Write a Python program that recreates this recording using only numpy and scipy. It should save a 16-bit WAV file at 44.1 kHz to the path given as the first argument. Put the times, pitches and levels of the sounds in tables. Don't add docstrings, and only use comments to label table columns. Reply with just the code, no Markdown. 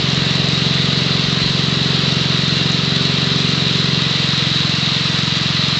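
import sys
import numpy as np
from scipy import signal
from scipy.io import wavfile
from scipy.ndimage import uniform_filter1d

SR = 44100
rng = np.random.default_rng(int(sys.argv[2]) if len(sys.argv) > 2 else 0)


def put_to_file(sound):
    columns = np.atleast_2d(sound).T
    safe = np.clip(columns, -1, 1)
    whole_steps = np.round(safe * 32767)
    wavfile.write(sys.argv[1], SR, whole_steps.astype(np.int16))


def linear_from_db(decibels):
    return 10 ** (np.asarray(decibels, float) / 20)


N = 255339

# start_s [s], speed_rpm [rev/min]
SPEED = [(0.0, 2640.1), (0.15, 2688.1), (0.45, 2709.2), (0.75, 2694.0), (0.9, 2721.0), (1.65, 2711.0),
         (1.95, 2723.3), (2.4, 2686.1), (3.0, 2746.9), (3.15, 2735.3), (3.45, 2748.9), (3.75, 2711.8),
         (4.5, 2659.5), (4.8, 2671.4), (5.79, 2672.3)]
START_CYCLE = .025


def crank():
    start_s, speed_rpm = np.transpose(SPEED)
    rpm = np.interp(np.arange(N) / SR, start_s, speed_rpm)
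    return START_CYCLE + np.cumsum(rpm) / 120 / SR


# order [multiple of the firing rate], level_db [dB]
FACING = [(1, -37), (2, -28), (3, -29), (4, -11), (5, -13), (6, 0), (7, -3), (8, -3), (9, -13), (10, -11),
          (11, -10), (12, -27), (13, -17), (14, -21), (15, -22), (16, -21), (17, -14), (18, -13), (19, -26),
          (20, -23), (21, -16)]
# order [multiple of the firing rate], level_db [dB]
ASIDE = [(1, -39), (2, -30), (3, -30), (4, -10), (5, -9), (6, 0), (7, -1), (8, -3), (9, -8), (10, -10),
         (11, -9), (12, -18), (13, -19), (14, -15), (15, -16), (16, -21), (17, -22), (18, -20), (19, -23),
         (20, -21), (21, -16)]
STROKES = [
    (1, .021, 0, 0, 0),
    (10, .035, -.27, 0, 0),
    (13, .63, .17, 1, .14),
    (22, 0, 0, 1, 1),
]
# pitch_hz [Hz], width_hz [Hz], lift_db [dB]
PANELS = [(253, 6, 7), (390, 12, 9), (412, 8, 3)]
EXHAUST_DB, EXHAUST_ASIDE_DB = -19, -2
GULP_DB, GULP_ASIDE_DB = -0.33, 0.5
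RATTLE_ORDERS, RATTLE_DB = range(22, 31), -27


def engine(cycles):
    aside = np.clip(turned(), 0, 1)
    firing_hz = np.gradient(cycles) * SR
    gulp_db = GULP_DB + GULP_ASIDE_DB * aside
    rattle = [(order, RATTLE_DB) for order in RATTLE_ORDERS]
    slip = .05
    out = np.zeros(N)
    for (order, front_db), (_, side_db) in zip(FACING + rattle, ASIDE + rattle):
        stroke = [row for row in STROKES if row[0] <= order][-1]
        _, place, lag, gulp_share, scatter = stroke
        lag = lag + scatter * rng.standard_normal()
        unsteady = .028 * order
        db = front_db + aside * (side_db - front_db) + gulp_share * gulp_db
        db = db + 1.6 * unsteady * wander(3)
        swell_db = np.zeros(N)
        for pitch_hz, width_hz, lift_db in PANELS:
            swell_db += lift_db / (1 + (2 * (order * firing_hz - pitch_hz) / width_hz) ** 2)
        db += swell_db - swell_db.mean() - 5 * scatter
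        if order < 4:
            db -= 3
        turns = order * (cycles - place) - lag + slip * unsteady * wander(4.9)
        out += linear_from_db(db) * np.cos(2 * np.pi * turns)

    charge_db = 0.51 * rng.standard_normal(200)[(cycles + .5).astype(int)]
    level_db = EXHAUST_DB + EXHAUST_ASIDE_DB * aside + uniform_filter1d(charge_db, 400)
    power = uniform_filter1d(uniform_filter1d(out ** 2, SR // 2), SR // 4)
    return linear_from_db(level_db) * out / np.sqrt(power)


TURN_S, TURN_LENGTH_S, TURN_SHARE = 4.1, 0.37, 0.98


def turned():
    u = np.clip((np.arange(N) / SR - TURN_S) / TURN_LENGTH_S + .5, 0, 1)
    return TURN_SHARE * np.sin(np.pi * u / 2) ** 2


# pitch_hz [Hz], level_db [dB per Hz]
HISS_COLOUR = [(700, -27.5), (1000, -13.5), (1500, -12), (2300, -12), (3300, -10), (4600, -13),
               (5800, -20.5), (7800, -33.5), (8700, -51), (9100, -74.5)]
# pitch_hz [Hz], width_hz [Hz], lift_db [dB above the hiss]
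HOUSING = [(1020, 60, 3), (1225, 70, 5), (1955, 60, 6), (2760, 220, 4), (7100, 300, 3)]
PUFFS = [(.94, .04, 1.42), (.29, 0.074, .8), (.7, .15, 0.27)]
HISS_DB, HISS_RISE_DB_PER_S, HISS_ASIDE_DB = -18.5, 0.04, .5


def hiss(cycles):
    sizes = linear_from_db(4 * rng.standard_normal((200, len(PUFFS))))
    gate = np.zeros(N)
    for k, (place, width, strength) in enumerate(PUFFS):
        shifted = cycles - place + 1.5
        shape = np.exp(-((shifted % 1 - .5) / width) ** 2)
        gate += strength * sizes[shifted.astype(int), k] * shape
    steady = yard(noise(HISS_COLOUR, HOUSING, patchy_db=0.7))
    highpass = signal.butter(2, 8200, "high", fs=SR, output="sos")
    treble = signal.sosfiltfilt(highpass, steady)
    puffed = steady * (1 + .13 * gate + .07 * wander(250))
    puffed += treble * (1.2 * gate + .4 * wander(130))
    level_db = HISS_DB - 5.0 + HISS_RISE_DB_PER_S * np.arange(N) / SR + HISS_ASIDE_DB * turned()
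    return linear_from_db(level_db) * evened(puffed)


IMPELLER_HZ, IMPELLER_DB = 301.8, -38


def impeller():
    hz = IMPELLER_HZ + 1.3 * wander(3.6)
    level_db = IMPELLER_DB + 3.0 - 4.5 * turned() + 1.4 * wander(4.5)
    return linear_from_db(level_db) * np.sin(2 * np.pi * np.cumsum(hz) / SR)


# start_s [s], level_db [dB peak], pitch_hz [Hz]
TICKS = [(0.0992, -23, 6330), (0.1436, -23, 7200), (0.2593, -27, 7200), (0.3056, -26, 6100),
         (0.6166, -32, 6300), (1.7689, -24, 6130), (2.1405, -24, 6300), (2.2528, -27, 6120),
         (2.541, -29, 6120), (2.718, -19.5, 6570), (3.139, -26, 6000), (3.3578, -24, 6100),
         (3.418, -29.5, 6150), (3.4887, -26.5, 6150), (3.7973, -27, 6030), (4.6468, -29.5, 6250),
         (4.6943, -23, 6200), (5.0423, -25, 5970), (5.0908, -22.5, 5850), (5.1397, -21.5, 6080),
         (5.189, -20, 6100), (5.2894, -26, 6970), (5.5327, -29.5, 6290), (5.682, -19.5, 6200)]


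def chain():
    out = np.zeros(N)
    t = np.arange(700) / SR
    scratch = rng.standard_normal((len(TICKS), 700))
    band = signal.butter(3, [4600, 7300], "band", fs=SR, output="sos")
    shape = (1 - np.exp(-t / .0008)) * linear_from_db(-60 * t / .024)
    for (start_s, level_db, pitch_hz), grit in zip(TICKS, scratch):
        ring = np.sin(2 * np.pi * pitch_hz * t)
        grit = signal.sosfilt(band, grit)
        add(out, start_s, linear_from_db(level_db - 1) * shape * (.6 * ring + 1.2 * grit))
    return out


# pitch_hz [Hz], level_db [dB per Hz]
RUMBLE_COLOUR = [(20, -22), (45, -16), (70, -14), (150, -2), (300, -4.5), (480, -4), (700, -2.5), (780, -8),
                 (1100, -20)]
RUMBLE_DB, RUMBLE_FALL_DB_PER_S = -33.5, 0.64


def rumble():
    level_db = RUMBLE_DB + 2 - RUMBLE_FALL_DB_PER_S * np.arange(N) / SR
    return linear_from_db(level_db) * yard(noise(RUMBLE_COLOUR, [], patchy_db=1.0))


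# start_s [s], level_db [dB peak], pitch_hz [Hz], length_s [s]
BUMPS = [(.0, -36, 40, .04), (.17, -38, 20, .05), (.39, -40, 35, .08), (.53, -42, 40, .03),
         (1.22, -35, 41, .1), (1.416, -26, 72, 0.055), (1.46, -35, 35, .07), (2.025, -40, 45, .03),
         (2.52, -43, 22, .06), (3.0, -40, 45, .03), (3.31, -38, 45, .03), (4.6, -40, 40, .035),
         (5.136, -39, 45, .03)]


def bumps():
    out = np.zeros(N)
    for start_s, level_db, pitch_hz, length_s in BUMPS:
        t = np.arange(0, length_s, 1 / SR)
        push = np.sin(np.pi * t / length_s) ** 2
        add(out, start_s, linear_from_db(level_db + 1.0) * push * np.cos(2 * np.pi * pitch_hz * (t - length_s / 2)))
    return out


YARD_S, YARD_DB = .07, -19


def yard(x):
    taps = np.zeros(SR // 8)
    places = (rng.uniform(.05, 1, 9) * YARD_S * SR).astype(int)
    taps[places] = linear_from_db(YARD_DB) * rng.choice([-1, 1], 9)
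    taps[0] = 1
    return signal.oaconvolve(x, taps / np.linalg.norm(taps))[:N]


def noise(colour, peaks, patchy_db):
    hz = np.fft.rfftfreq(1024, 1 / SR)
    colour_hz, colour_db = np.transpose(colour)
    db = np.interp(np.log(hz + 1), np.log(colour_hz), colour_db, left=-90, right=-120)
    for pitch_hz, width_hz, lift_db in peaks:
        db = db + lift_db / (1 + (2 * (hz - pitch_hz) / width_hz) ** 2)
    a, b, patches = rng.standard_normal((N // 256 + 5, 513, 3)).T
    patches = evened(uniform_filter1d(uniform_filter1d(patches, 10, 0), 12, 1))
    spectra = (a + 1j * b) * linear_from_db(db[:, None] + patchy_db * patches)
    return evened(signal.istft(spectra, nperseg=1024, noverlap=768)[1][:N])


def wander(rate_hz):
    smooth = max(int(SR / 64 / rate_hz), 1)
    coarse = uniform_filter1d(rng.standard_normal(N // 64 + 2), smooth)
    return np.interp(np.arange(N) / 64, np.arange(len(coarse)), evened(coarse))


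def evened(x):
    return x / np.sqrt(np.mean(x ** 2) + 1e-20)


def add(mix, start_s, sound):
    part = mix[round(start_s * SR):][:len(sound)]
    part += sound[:len(part)]


def scene():
    cycles = crank()
    machine = engine(cycles) + hiss(cycles) + impeller() + chain() + rumble()
    return (machine + bumps())[None]


def top_cut(x):
    return signal.sosfilt(signal.butter(12, 8920, fs=SR, output="sos"), x)


PORT_HZ, PORT_WIDTH_HZ, PORT_DB = 3927, 435, 12


def record(dry):
    b, a = signal.iirpeak(PORT_HZ, PORT_HZ / PORT_WIDTH_HZ, SR)
    ported = dry + (linear_from_db(PORT_DB) - 1) * signal.lfilter(b, a, dry)
    opening = np.arange(1, N + 1) / 4
    closing = np.arange(N)[::-1] / 3
    ported *= np.minimum(np.minimum(closing, opening), 1)
    return top_cut(ported)


dry = scene()
out = record(dry)
put_to_file(out)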